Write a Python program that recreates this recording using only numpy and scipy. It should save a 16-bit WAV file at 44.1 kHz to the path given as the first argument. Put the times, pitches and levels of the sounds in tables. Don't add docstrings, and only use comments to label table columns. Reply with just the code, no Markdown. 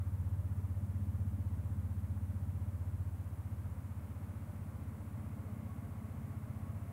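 import sys
import numpy as np
from scipy.fft import rfft, irfft, next_fast_len
from scipy.io import wavfile

SR = 44100
rng = np.random.default_rng(int(sys.argv[2]) if len(sys.argv) > 2 else 0)


def digitize_waveform(pressure):
    field = np.atleast_2d(pressure).T
    bounded = np.clip(field, -1, 1)
    quanta = np.round(bounded * 32767).astype(np.int16)
    wavfile.write(sys.argv[1], SR, quanta)


N = 305172

# (frequency [Hz], sheltered level [relative dB], open level [relative dB])
BOOM_TONE = [(29.5, -47, -50), (45.7, -24, -22.5), (63.5, -31, -17), (76, -3, -5), (100.7, 2, 2.5),
             (110.3, -6.5, -3), (118.6, -28.5, -9), (141, -14.5, -10.5), (156, -23.5, -25.5),
             (225, -56, -51), (400, -110, -110)]

def blade_boom(passes, openness, puff):
    dips = -air_pulses(passes, scatter_db=0.38, jitter_s=0.0002)
    boom = room_resonance(dips, BOOM_TONE, openness, smears=(-.007, .013), pivot_hz=77.3)
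    level_db = -38 - 7 * smooth_step(midpoint_s=3.29, ease_s=0.54) + 1.5 * puff
    return amp(level_db) * boom


# (frequency [Hz], sheltered level [relative dB], open level [relative dB])
DRONE_TONE = [(110, -38, -32), (144, -5.5, -1), (161, -9, -7), (173, -12.5, -8.5), (183, -8.5, -2),
              (206.7, 5, -8.5), (216.9, -3, 6.5), (236.5, -6.5, -5), (257, -17, -8), (269, -14.5, -17.5),
              (273, -4.5, -9.5), (296, -22, -12.5), (315, -23, -37), (427, -64, -56), (900, -100, -100)]
# (time [s], level [dB])
DRONE_LOUDNESS = [(0.0, -59.5), (1.1, -50.5), (2.65, -53.5), (3.1, -60.5), (3.8, -60.5), (4.3, -54.5),
                  (5.6, -51), (6.92, -55)]

def blade_drone(passes, openness, early_lag=0.1198, late_lag=.63):
    late = air_pulses(passes - late_lag, scatter_db=0.84, jitter_s=0.00022)
    early = amp(-10.5) * air_pulses(passes - early_lag, scatter_db=1.5, jitter_s=0.0012)
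    drone = room_resonance(late + early, DRONE_TONE, openness, smears=(.012, .009), pivot_hz=213.0)
    return amp(curves(DRONE_LOUDNESS)[0]) * drone


# (time [s], blade passes [per second])
FAN_SPEED = [(0.0, 15.634), (0.8, 15.909), (1.7, 15.652), (3.2, 15.472), (4.7, 15.557), (5.9, 15.385),
             (6.92, 15.429)]

def blade_passes(start=-.249):
    return start + np.cumsum(curves(FAN_SPEED)[0]) / SR


def air_pulses(passes, scatter_db, jitter_s):
    at = np.flatnonzero(np.diff(np.floor(passes)) > 0)
    timing, size = rng.standard_normal((len(at), 2)).T
    at = np.clip(at + jitter_s * SR * timing, 0, N - 1).astype(int)
    return np.bincount(at, amp(scatter_db * size), N)


def room_resonance(pulses, table, openness, smears, pivot_hz):
    def tone(points, smear):
        def response(hz):
            phase = 2 * np.pi * smear * (hz * np.log((hz + 1) / pivot_hz) - hz + pivot_hz) / np.log(2)
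            return amp(along(points, hz)) * np.exp(-1j * phase)
        return unit(filtered(pulses, response))
    sheltered = tone([(hz, db) for hz, db, _ in table], smears[0])
    opened = tone([(hz, db) for hz, _, db in table], smears[1])
    return unit((1 - openness) * sheltered + openness * opened)


# (frequency [Hz], level [relative dB])
RUMBLE_TONE = [(25, -34), (35, -25.5), (47, -7.5), (65, -3), (92, -4.5), (115, 1.5), (140, -1), (300, -45),
               (900, -120)]

def air_rumble(passes, openness, puff, sheltered_db=-52, open_db=-53):
    level_db = (1 - openness) * sheltered_db + openness * open_db + 1.5 * puff
    flutter_db = -2.4 * np.cos(2 * np.pi * passes)
    return amp(level_db + flutter_db) * noise(lambda hz: amp(along(RUMBLE_TONE, hz)))


# (time [s], strength [0-1])
PUFFS = [(.3, 0.85), (1.12, 0.6), (2.62, 0.4), (3.0, 1.0), (3.65, 0.7), (5.45, 0.36), (6.65, 1)]

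def air_puffs(half_width_s=0.13):
    t = np.arange(N) / SR
    return sum(strength * np.exp(-.5 * ((t - at) / half_width_s) ** 2) for at, strength in PUFFS)


# (frequency [Hz], sheltered level [relative dB], open level [relative dB])
RUSH_TONE = [(30, -22, -22), (52.7, -1, -5), (92, 16, 8.5), (148, 12, 12.5), (220, 14, 11), (292.5, 8, 8),
             (354, 0, -2), (720, -3, -3.5), (990, -2.5, -3), (1302, -6.5, -5.5), (1760, -11.5, -12.5),
             (2090, -14, -12), (3240, -23.5, -24.5), (6260, -40, -40.5)]

def air_rush(passes, level_db=-54):
    sheltered = noise(lambda f: amp(along([(hz, db) for hz, db, _ in RUSH_TONE], f)))
    opened = noise(lambda f: amp(along([(hz, db) for hz, _, db in RUSH_TONE], f)))
    flutter_db = 0.8 * np.cos(2 * np.pi * passes)
    return amp(level_db + flutter_db) * open_up(sheltered, opened, midpoint_s=3.89)


# (pitch [Hz], width [Hz], sheltered level [relative dB], open level [relative dB])
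RINGING_TONES = [(428.2, 3.7, -19, 13), (537, 30, 2, 5), (593.7, 3.9, 11, 8.5), (616, 9.6, -16, 9.5),
                 (688, 14, -12, 7), (815, 9.9, -12, 2), (1112, 14.4, -5, 9.5), (1170, 40, -11, -10),
                 (2140, 110, -9, 1)]

def air_ringing(sheltered_db=-69.5, open_db=-63.5):
    rush = [(hz, db) for hz, _, db in RUSH_TONE]
    def ring(tones):
        def peaks(f):
            return sum(amp(db) ** 2 / (1 + (2 * (f - hz) / width) ** 2) for hz, width, db in tones)
        return noise(lambda f: amp(along(rush, f)) * np.sqrt(peaks(f)))
    sheltered = ring([(hz, width, db) for hz, width, db, _ in RINGING_TONES])
    opened = ring([(hz, width, db) for hz, width, _, db in RINGING_TONES])
    return open_up(amp(sheltered_db) * sheltered, amp(open_db) * opened, midpoint_s=5.36)


def tap(at_s=0.593, level_db=-49, ring_hz=410, fade_s=0.046):
    t = np.maximum(np.arange(N) / SR - at_s, 0)
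    return amp(level_db - 60 * t / fade_s) * np.sin(2 * np.pi * ring_hz * t)


def smooth_step(midpoint_s, ease_s):
    return 1 / (1 + np.exp((midpoint_s - np.arange(N) / SR) / ease_s))


def open_up(sheltered, opened, midpoint_s):
    share = smooth_step(midpoint_s, ease_s=0.34)
    return np.sqrt(1 - share) * sheltered + np.sqrt(share) * opened


def amp(db):
    return 10 ** (np.asarray(db) / 20)


def unit(x):
    return x / np.sqrt(np.mean(x ** 2) + 1e-20)


def along(points, hz):
    f, v = np.transpose(points)
    return np.interp(np.log(hz + 1), np.log(f + 1), v)


def curves(rows):
    s, *cols = np.transpose(rows)
    return [np.interp(np.arange(N) / SR, s, c) for c in cols]


def filtered(x, response):
    m = next_fast_len(N + SR // 2)
    return irfft(rfft(x, m) * response(np.fft.rfftfreq(m, 1 / SR)), m)[:N]


def noise(response):
    return unit(filtered(rng.standard_normal(N), response))


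def scene():
    passes = blade_passes()
    before, after = 0.06, 0.98
    openness = before + (after - before) * smooth_step(midpoint_s=4.22, ease_s=0.64)
    puff = air_puffs()
    blades = blade_boom(passes, openness, puff) + blade_drone(passes, openness)
    air = air_rumble(passes, openness, puff) + air_rush(passes) + air_ringing()
    return (blades + air + tap())[None]


# (frequency [Hz], level [relative dB])
HISS_TONE = [(300, -3.5), (3000, -7), (5000, -7.5), (6500, -5), (8000, -1.5), (10000, 0.5), (13000, -.5),
             (16000, -.5)]

def record(dry, top_hz=15750):
    hiss = amp(-69.0) * noise(lambda hz: amp(along(HISS_TONE, hz)))
    return filtered(dry[0] + hiss, lambda hz: hz < top_hz)[None]


dry = scene()
out = record(dry)
digitize_waveform(out)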